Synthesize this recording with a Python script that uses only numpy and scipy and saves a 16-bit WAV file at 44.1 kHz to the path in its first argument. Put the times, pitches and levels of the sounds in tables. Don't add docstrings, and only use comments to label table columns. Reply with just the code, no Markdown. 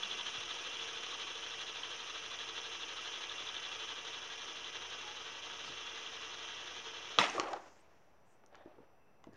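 import sys
import numpy as np
from scipy import signal
from scipy.fft import rfft, irfft, next_fast_len
from scipy.io import wavfile
from scipy.ndimage import map_coordinates

SR = 44100
rng = np.random.default_rng(int(sys.argv[2]) if len(sys.argv) > 2 else 0)


def to_wav(sig):
    pcm = np.clip(np.atleast_2d(sig), -1, 1) * 32767
    pcm = np.round(pcm).astype(np.int16)
    wavfile.write(sys.argv[1], SR, pcm.T)


def how_loud(loudness_db):
    steps = np.asarray(loudness_db, float) / 20
    return 10 ** steps


N = 412776
TIME = np.arange(N) / SR


def unit(x):
    return x / np.sqrt(np.mean(x ** 2) + 1e-20)


def along(points, hz):
    f, *cols = np.transpose(points)
    return [np.interp(np.log(hz + 1), np.log(f + 1), c) for c in cols]


def curves(rows):
    s, *cols = np.transpose(rows)
    return [np.interp(TIME, s, c) for c in cols]


def wobble(rate):
    knots = rng.standard_normal(int(N * rate / SR) + 4)
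    return map_coordinates(knots, [TIME * rate])


def coloured(x, shape_db):
    m = 2 * next_fast_len(N // 2 + 4096)
    gain = how_loud(shape_db(np.fft.rfftfreq(m, 1 / SR)))
    cepstrum = irfft(np.log(gain + 1e-7), m)
    cepstrum[1:m // 2] *= 2
    cepstrum[m // 2 + 1:] = 0
    return irfft(rfft(x, m) * np.exp(rfft(cepstrum)), m)[:N]


def through(x, spectrum):
    return coloured(x, lambda hz: along(spectrum, hz)[0])


def gritty(rate, spike_db, share):
    hits = rng.random(N) < rate / SR
    strength = how_loud(spike_db * np.clip(rng.standard_normal(N), -2, 2))
    contacts = hits * strength * rng.choice([-1, 1], N)
    return rng.standard_normal(N) + share * unit(contacts)


# (time [s], level [dB])
KNOCK = (7.18665, -8)
# (frequency [Hz], density [dB per Hz])
BEARING = [(88, -58.5), (150, -33), (310, -10), (409, -10), (452, -3), (634, -12), (942, -6.5), (1660, -6),
           (2140, -9.5), (2500, -6), (3090, 1), (3460, -2.5)]
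RACE = [(4300, -12), (4500, -20), (5100, -13.5), (6150, -9.5), (6700, -19.5), (7300, -29.5), (7600, -42),
        (8000, -45.5), (8500, -39.5), (9150, -29.5), (9700, -50), (11500, -51.5), (13000, -83)]
# (frequency [Hz],
# width [Hz], # lift [dB])
MODES = [(355, 40, 3.5), (700, 14, 4.7), (754, 60, 1.4), (921, 28, 2.4), (953, 20, 5.3), (1125, 20, 2.0),
         (1163, 60, 3.6), (1270, 60, 3.6), (1340, 20, 2.1), (1486, 14, 3.1), (1529, 14, 3.3),
         (1604, 14, 2.4), (1663, 60, 3.5), (1873, 14, 2.1),
         (1916, 20, 5.3), (1981, 60, 2.8), (2040, 20, 5.5), (2234, 14, 2.6), (2272, 14, 2.9),
        (2331, 28, 4.8), (2390, 14, 5.8), (2428, 14, 2.5), (2439, 14, 6.1), (2514, 14, 7.1),
        (2649, 20, 4.3), (2735, 14, 1.9), (2767, 60, 4.8), (2848, 14, 1.9), (3025, 20, 4.9),
         (3106, 14, 2.1), (3155, 40, 2.9), (3219, 14, 2.5), (3316, 20, 1.6), (3332, 14, 4.2), (3354, 60, 2.8),
       (3375, 14, 3.4), (3408, 14, 2.8), (3440, 20, 3.8), (3483, 14, 2.3), (3666, 40, 2.0), (3817, 28, 2.6),
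       (3908, 90, 3.4), (3967, 20, 2.5), (4016, 28, 2.0),
         (528, 20, -4.0), (824, 40, -4.5), (1464, 14, -4.8), (1760, 28, -4.5), (2250, 14, -3.6),
           (2358, 20, -2.2), (2476, 14, -4.9), (2595, 28, -3.5), (2885, 40, -3.0), (3085, 14, -5.9),
           (3192, 14, -6.6), (3252, 20, -4.3), (3295, 14, -3.3), (3542, 20, -2.4),
         (445, 22, 3), (1250, 20, 2.5), (2762, 14, 2.5), (3122, 14, -3.5)]


def resonances(whir):
    modes = MODES
    knots = rng.standard_normal(SR // 25)

    def shape_db(hz):
        modes_db = sum(1.15 * db / (1 + (2 * (hz - centre) / width) ** 4) for centre, width, db in modes)
        grain_db = .9 * map_coordinates(knots, [hz / 13])
        return modes_db + grain_db

    ringing = coloured(whir, shape_db)
    return ringing * np.std(whir) / np.std(ringing)


SPIN_HZ, SLOWING, FIRST_TURN = 13, .286, -.59
BALL_ORDER = 2.63
# (frequency [Hz], depth [dB], lead [turns])
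THROB = [(400, 1.2, -.12), (750, .8, 0), (1050, 1.8, .02), (1350, 1.6, .05), (1650, 2.8, .05),
         (2200, .9, -.02), (2850, .6, -.02), (3150, 1.7, .03), (3450, 4.6, .06), (4250, 5.4, .05),
         (4700, 1, 0), (5400, .6, -.4), (6300, .5, -.05), (9000, 1.2, .4)]
# (time [s], share [1])
UNBALANCE = [(0, 1.1), (.7, .85), (1.2, .85), (2, 1), (2.8, 1.25), (3.8, 1), (4.7, 1.1), (5.3, .7),
             (6.1, .7), (7.2, .75)]


def rotation_db(hz, t):
    turns = FIRST_TURN + SPIN_HZ * t - SLOWING * t * t / 2
    depth_db, lead = [c[:, None] for c in along(THROB, hz)]
    angle = 2 * np.pi * (turns + lead)
    share = np.interp(t, TIME, curves(UNBALANCE)[0])
    throb_db = depth_db * share * (np.cos(angle) - .3 * np.cos(2 * angle))
    lobes_db = .8 * (hz[:, None] > 4500) * np.cos(2 * np.pi * (3 * turns - .2))
    balls_db = 0.75 * (hz[:, None] < 2500) * np.cos(2 * np.pi * (BALL_ORDER * turns + 0.48))
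    return throb_db + lobes_db + balls_db


# (time [s], level [dB])
WHIR = [(0, -43), (.4, -44), (1.2, -44.5), (2.2, -45.5), (3.6, -44.5), (4.1, -46), (5.2, -47), (5.7, -46),
        (7.17, -47)]
# (level over the load [dB], share of load swings [1], loss [dB per turn/s lost])
PARTS = [
    (-6, 0.79, -0.2),
    (-2, 1, 0.5),
    (-9, 0.39, 1.2),
    (-32, 0.83, 2.5),
]


def bearing():
    load_db = curves(WHIR)[0]
    mean_db = np.mean(np.transpose(WHIR)[1])
    lost = SLOWING * (TIME - KNOCK[0] / 2)
    rattle = gritty(1500, 3.5, 0.78) * how_loud(0.096 * wobble(35) + 0.88 * wobble(90))
    hz, t, z = signal.stft(through(rattle, BEARING + RACE), SR, nperseg=256, noverlap=192)
    z = z * how_loud(rotation_db(hz, t))
    part = np.digitize(hz, [2400, 4400, 7500])
    whir = 0
    for k, (db, share, loss_db) in enumerate(PARTS):
        layer = signal.istft(z * (part == k)[:, None], SR, nperseg=256, noverlap=192)[1][:N]
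        level_db = mean_db + db + share * (load_db - mean_db) - loss_db * lost
        whir = whir + how_loud(level_db) * unit(layer)
    return resonances(whir) * np.clip((KNOCK[0] - TIME) / 0.0034, 0, 1)


# (frequency [Hz], level [dB], t60 [s])
PLASTIC = [(1230, -7.5, 0.018), (1940, -24, 0.0792), (2676, -19.5, 0.0451), (3310, 0, 0.0064),
           (3846, -19, 0.05), (6000, -17.5, .008)]


def knock():
    t = np.clip(TIME - KNOCK[0], 0, None)
    ring = sum(how_loud(db - 60 * t / t60) * np.sin(2 * np.pi * hz * t) for hz, db, t60 in PLASTIC)
    burst = how_loud(-60 * t / 0.024) * (t > 0) * rng.standard_normal(N)
    crack = through(burst, BEARING + RACE)
    return how_loud(KNOCK[1] + 1) * (1 - np.exp(-t / 0.00024)) * (ring + 0.1199 * crack)


# (time [s], level [dB], frequency [Hz])
TABLE_THUDS = [(0.381, -42, 110), (5.65, -57, 200), (7.18, -28, 600), (7.187, -30, 189), (7.186, -25, 480),
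               (7.19, -38, 91.5), (7.202, -30, 205), (7.384, -45, 98), (7.399, -24, 1120),
               (7.531, -30, 800), (7.657, -46.5, 738)]
GRIP_THUDS = [(8.437, -49.5, 890), (8.441, -57, 373), (8.526, -56, 648), (8.547, -48, 1100),
              (8.658, -47, 626), (8.783, -46, 485), (9.241, -43, 1074), (9.2702, -39.5, 337),
              (9.27, -51, 590), (9.289, -45, 217), (9.33, -49, 400)]


def thuds():
    t, out = np.arange(SR // 6) / SR, np.zeros(N + SR)
    modes = [(.78, 0.24), (1, 0.57), (1.3, 0.22), (1.9, 0.21), (2.7, 0.091)]
    for s, db, hz in TABLE_THUDS + GRIP_THUDS:
        ring = sum(g * np.sin(2 * np.pi * k * hz * t) for k, g in modes)
        t60 = 0.033 * (500 / hz) ** 0.71
        out[round(s * SR):][:len(t)] += how_loud(db - 60 * t / t60) * (1 - np.exp(-t / 0.00081)) * ring
    return out[:N]


# (time [s], level [dB], frequency [Hz])
TABLE_TICKS = [(5.65, -50, 5200), (7.18, -39, 4500), (7.187, -48.5, 8500), (7.212, -31, 5260),
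               (7.24, -35, 4900), (7.264, -30, 5500), (7.283, -38, 6000), (7.297, -41, 6500),
               (7.338, -46, 6040), (7.379, -38, 5000), (7.3984, -16, 4380), (7.3988, -45, 2330),
               (7.532, -33.5, 5270), (7.535, -32, 3120)]
GRIP_TICKS = [(8.4, -74, 5000), (8.438, -57, 1700), (8.439, -70, 8450), (8.462, -47, 8700),
              (8.462, -65, 2980), (8.529, -59, 2900), (8.547, -48, 1900), (8.554, -46, 4530),
              (8.556, -50, 3010), (8.657, -62, 3900), (9.241, -53, 2100), (9.241, -47, 4900),
              (9.27, -55.5, 1200), (9.27, -58, 4000), (9.33, -62, 7000), (9.334, -56, 7000),
              (9.342, -58, 6800), (9.358, -58, 4000)]


def ticks():
    t, out = np.arange(SR // 50) / SR, np.zeros(N + SR)
    modes = [(.5, .3), (.68, 0.94), (1, .8), (1.25, .7), (1.45, 0.2)]
    for s, db, hz in TABLE_TICKS + GRIP_TICKS:
        crack = sum(g * np.sin(2 * np.pi * k * hz * t) for k, g in modes)
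        out[round(s * SR):][:len(t)] += how_loud(db + 3.5 - 60 * t / 0.0022) * (1 - np.exp(-t / 0.00022)) * crack
    return out[:N]


def pings(rows, lift_db, t60, rise):
    t, out = np.arange(SR // 12) / SR, np.zeros(N + SR)
    for (s, db, hz), (side, turn) in zip(rows, rng.random((len(rows), 2))):
        neighbour_hz = hz * (.85 + .3 * side)
        ring = np.sin(2 * np.pi * hz * t) + 0.38 * np.sin(2 * np.pi * (neighbour_hz * t + turn))
        out[round(s * SR):][:len(t)] += how_loud(db + lift_db - 60 * t / t60) * (1 - np.exp(-t / rise)) * ring
    return out[:N]


CATCHES = [(0.033, -30.5, 3400), (0.113, -33, 3400), (0.195, -35, 3500), (0.211, -35, 3170),
           (0.28, -44, 3130), (0.37, -39, 3400), (0.415, -39, 3400), (0.499, -43, 3080),
           (0.51, -33.5, 3470), (0.769, -37, 3300), (0.796, -37, 3000), (0.826, -38, 3380),
           (0.977, -39, 3300), (1.232, -38, 3040), (1.517, -36, 3520), (1.543, -39, 3400),
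           (1.584, -43, 2710), (1.666, -40, 3300), (1.683, -41, 3400), (1.833, -35, 3200),
           (1.849, -43, 3100), (2.389, -37, 3320), (2.407, -45, 3240), (2.434, -45, 3150),
           (2.832, -34, 3400), (3.155, -41, 3100), (3.238, -45, 3300), (3.295, -37, 3500),
           (3.312, -39, 3460), (3.382, -43, 3420), (3.471, -38, 3420), (3.49, -36, 3480),
           (3.566, -34.5, 3540), (3.65, -35, 3410), (3.818, -45, 3470), (3.988, -40, 3360),
           (4.644, -39, 3360), (6.063, -40, 2970)]
BUMPS = [(0.136, -46, 1180), (0.196, -47, 945), (0.258, -47, 1470), (0.507, -46, 1670), (0.563, -48, 945),
         (0.955, -46, 1490), (1.124, -44, 1105), (1.268, -45, 1134), (1.606, -47, 1590), (1.664, -49, 1660),
         (1.832, -47, 1020), (2.402, -47, 1830), (2.804, -51, 1630), (2.983, -41, 1310), (3.31, -46, 1690),
         (3.382, -51, 1230), (4.302, -46, 1640), (5.676, -44, 1295)]
KNOCKS = [(7.197, -33.5, 1130), (7.198, -37, 560), (7.206, -39, 1390), (7.211, -25, 944),
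          (7.212, -38.5, 1360), (7.225, -36.5, 564), (7.23, -37, 706), (7.236, -36, 690),
          (7.238, -35.5, 1280), (7.239, -45, 344), (7.246, -43, 1180), (7.249, -39, 303), (7.257, -45, 430),
          (7.262, -38.5, 1040), (7.266, -42, 1230), (7.273, -41, 725), (7.281, -38, 940), (7.29, -37, 1050),
          (7.295, -39.5, 324)]
CHATTER = [(7.191, -39.5, 5440), (7.196, -36, 5900), (7.198, -32, 3360), (7.203, -36, 2650),
           (7.206, -35.5, 3600), (7.206, -35.5, 5100), (7.213, -44.5, 6740), (7.213, -37, 5200),
           (7.214, -25, 2050), (7.223, -27.5, 2560), (7.231, -38, 3450), (7.235, -34, 2070),
           (7.235, -40.5, 6200), (7.236, -38.5, 3480), (7.24, -40, 3940), (7.24, -33.5, 2900),
           (7.246, -33, 2230), (7.25, -42, 2130), (7.257, -36, 2760), (7.263, -38, 3470),
           (7.263, -36, 1770), (7.267, -36.5, 3040), (7.269, -37, 1970), (7.276, -45.5, 2480),
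           (7.281, -46, 2580), (7.287, -44.5, 2690), (7.292, -46, 2650), (7.297, -41.5, 2580),
           (7.299, -39.5, 6300), (7.3, -50, 2070), (7.309, -42, 2500), (7.318, -42, 2010)]
JUDDER = [(7.329, -51, 280), (7.334, -41, 820), (7.348, -39, 460), (7.356, -40, 390), (7.364, -53, 800),
          (7.365, -37, 420), (7.371, -39, 685), (7.373, -40, 397), (7.38, -30.5, 1140), (7.383, -34, 586),
          (7.389, -44, 1120), (7.389, -38, 386), (7.395, -33, 365), (7.397, -28.5, 1145), (7.412, -39, 547),
          (7.413, -40, 1320), (7.423, -45, 1310), (7.425, -39, 826), (7.432, -42, 367), (7.433, -49, 710),
          (7.434, -52, 1550), (7.446, -40, 840), (7.457, -42, 500), (7.458, -43, 1310), (7.464, -49, 1160),
          (7.468, -48, 800), (7.47, -41, 1200), (7.476, -38, 1150), (7.482, -44, 680), (7.484, -43, 1140),
          (7.488, -41, 600), (7.498, -48, 1270), (7.499, -43, 695), (7.514, -42, 624), (7.53, -40, 1280),
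          (7.534, -31.5, 793), (7.547, -39, 710), (7.559, -43, 500), (7.571, -49, 785), (7.577, -46, 820)]
CREAKS = [(8.527, -55, 653), (8.534, -56.5, 650), (8.547, -60, 554), (8.545, -66, 1080), (8.546, -58, 1640),
          (8.553, -58, 1375), (8.56, -60, 800), (8.566, -62, 695), (8.574, -61, 750), (8.578, -66, 447),
          (8.585, -59, 670), (8.6, -58, 704), (8.61, -55, 600), (8.62, -61, 667), (8.635, -59, 796),
          (8.64, -62, 560), (8.66, -46.5, 335), (8.677, -54.5, 278), (8.676, -54.5, 609), (8.689, -63, 538),
          (8.697, -56.5, 605), (8.715, -59, 600), (8.731, -70, 690), (8.74, -61, 370), (8.768, -62, 410),
          (8.785, -54, 365), (8.793, -58, 445), (8.804, -54.5, 275), (8.814, -62, 500), (8.833, -62, 406)]


def contacts():
    spinning = pings(CATCHES, 3.5, 0.022, .0005) + pings(BUMPS, 4.1, 0.054, 0.0022)
    stopping = pings(KNOCKS, 4.9, 0.043, 0.0021) + pings(CHATTER, 6.5, .013, .0004)
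    dragging = pings(JUDDER, 6.5, 0.034, 0.002)
    gripping = pings(np.add(CREAKS, [-.0015, 0, 0]), 3.7, 0.039, 0.0005)
    return spinning + stopping + dragging + gripping


# (full pressure [s], hold [s], release t60 [s], level [dB], brightness [dB])
STROKES = [(7.192, .002, 0.16, -29.5, 1), (7.212, 0.036, 0.73, -38, 2), (7.356, .03, 0.23, -50, -14),
           (7.39, 0.02, 0.4, -35.5, -13), (7.458, 0.026, 0.29, -41, -9), (7.531, 0.019, 0.45, -42, -16),
           (7.615, .01, 2.7, -61.5, -5), (8.3, .1, 1, -80, -1), (8.538, 0.078, 1.13, -59, -12.5),
           (8.681, 0.028, 1.3, -65.5, -12.5), (8.809, 0.0091, 1.5, -73, -10), (9.244, .05, 0.55, -70, -20),
           (9.355, 0.046, .3, -73, 2.5)]


def pressure(level_db, share, stretch):
    power = 0
    for s, hold, t60, db, bright_db in STROKES:
        build = np.exp(np.minimum(TIME - s, 0) / 0.019)
        release_db = -60 * np.maximum(TIME - s - hold, 0) / (stretch * t60)
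        power = power + (build * how_loud(db + level_db + share * bright_db + release_db)) ** 2
    return np.sqrt(power)


# (frequency [Hz], density [dB per Hz])
DRAG = [(71, -52.5), (120, -28), (229, -21.5), (340, -1), (413, -9), (737, -2), (1270, -10), (1900, -17.5),
        (2470, -41.5), (4180, -120)]
SCUFF = [(710, -36.5), (1200, -6), (1400, -4.5), (1920, -2.5), (2230, -4), (2750, -4.5), (4800, -16.5),
         (6240, -51.5), (10600, -120)]
RUSTLE = [(2500, -32), (4200, -7), (5500, 5), (7200, -3.5), (7700, -14), (9200, -10.5), (9900, -28),
          (12000, -35.5), (13500, -50)]
# (level [dB], share of brightness [1], release stretch [1])
RUBS = [
    (-4.5, 0.043, 0.96),
    (-3, 1, .8),
    (-14, 1.5, 1.1),
]


def hand():
    clumps = wobble(50)
    rubbing = 0
    for rub, spectrum in zip(RUBS, (DRAG, SCUFF, RUSTLE)):
        grains = through(gritty(900, 3, .7), spectrum)
        layer = grains * how_loud(1.5 * clumps + 1.2 * wobble(90))
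        rubbing = rubbing + pressure(*rub) * unit(layer)
    return rubbing * np.clip((TIME - KNOCK[0]) / .003, 0, 1)


# (time [s], length [s], frequency
# [Hz], width [Hz], level [dB])
PUFFS = [(7.999, 0.18, 5800, 2620, -87.5), (7.665, 0.15, 6000, 2820, -73), (9.308, 0.064, 110, 59.6, -68.5),
         (0.066, 0.24, 212, 55.56, -68.5), (0.403, 0.071, 180, 160, -72), (5.102, 0.053, 850, 27.78, -55.5),
         (5.678, 0.033, 3830, 4800, -54), (5.707, 0.051, 252, 270, -60), (7.2, 0.014, 11500, 1500, -68),
         (7.782, .025, 7300, 990, -81), (7.806, 0.01, 8180, 895, -77), (8.314, 0.048, 7420, 3200, -81.5),
         (9.1, .3, 2660, 220, -86), (8.6, 0.06, 3450, 600, -79), (8.601, 0.093, 1660, 430, -73),
         (9.35, 0.023, 1730, 300, -68.5)]


def cloth():
    out, t = np.zeros(N + 2 * SR), np.arange(-SR, SR) / SR
    f = np.fft.rfftfreq(len(t), 1 / SR)
    for s, length, hz, width, db in PUFFS:
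        swell = np.exp(-(t / length) ** 2)
        band = 1 / (1 + (2 * (f - hz) / width) ** 4)
        brush = swell * irfft(rfft(rng.standard_normal(len(t))) * band)
        out[round(s * SR):][:len(t)] += how_loud(db) * brush * np.linalg.norm(swell) / np.linalg.norm(brush)
    return out[SR:N + SR]


# (frequency [Hz], t60 [s])
WALLS = [(200, 0.515), (2000, 0.42), (10000, 0.049)]


def walls(x):
    hz, t, z = signal.stft(rng.standard_normal(SR // 2), SR, nperseg=256)
    decay = how_loud(-60 * t / along(WALLS, hz)[0][:, None])
    tail = signal.istft(z * decay, SR, nperseg=256)[1]
    return signal.fftconvolve(np.pad(x, (200, 0)), tail / np.linalg.norm(tail))[:N]


# (frequency [Hz], density [dB per Hz])
AIR = [(15, -26.5), (40, -12), (80, -5), (300, -5.5), (600, -2), (1400, -11.5), (2500, -20), (4000, -32.5),
       (5200, -34), (6200, -35), (7500, -46), (9000, -52), (9500, -50.5), (15700, -49.5)]
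# (frequency [Hz], level [dB rms])
TONES = [(10250, -108), (10729, -106), (11203, -107), (11326, -108), (11563, -106), (11682, -96),
         (11800, -97), (14664, -109),
         (76, -76.5), (112.6, -79.5), (1626, -92), (2078, -95), (2595, -92), (2654, -86), (2708, -94),
       (4888, -96), (5362, -94), (5841, -85), (5959, -99), (6320, -103)]
# (time [s], level [dB])
GAIN = [
    (0, 0),
    (7.5, 0),
    (7.9, -7),
    (9.36, -7),
]


def room():
    air = how_loud(-65) * unit(through(rng.standard_normal(N), AIR))
    tones = 0
    for hz, db in TONES:
        level = how_loud(db + 2 + 1.5 * wobble(8))
        tones = tones + level * np.sin(2 * np.pi * (hz * TIME + .14 * wobble(9)))
    gain_db = curves(GAIN)[0]
    return how_loud(0.64 * gain_db) * air + how_loud(gain_db) * tones


# (frequency [Hz], gain [dB])
MIC = [(40, -17), (150, -3.5), (300, 3), (7200, 2), (7800, -9.5), (9300, -8), (10000, -26.5),
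       (12300, -26.5), (13000, -55)]
# (frequency [Hz], gain [dB])
APART = [(30, -34), (100, -18.5), (400, -28.5), (1500, -30.5), (3000, -34.5), (6000, -29.5), (9000, -30)]


def scene():
    blows = through(knock() + thuds() + ticks(), MIC)
    steady = bearing() + room()
    mid = steady + blows + how_loud(-11.5) * walls(blows) + hand() + cloth() + contacts()
    side = through(np.roll(steady, 150), APART)
    return np.array([mid + side, mid - side])


def band_limit(x):
    return signal.sosfilt(signal.butter(12, 15720, fs=SR, output="sos"), x)


def record(dry):
    hiss = .9 * rng.standard_normal(dry.shape) + .55 * rng.standard_normal(N)
    hiss_level = how_loud(-86.5 + 0.2 * curves(GAIN)[0])
    return band_limit(dry - .0006 + hiss_level * hiss)


dry = scene()
out = record(dry)
to_wav(out)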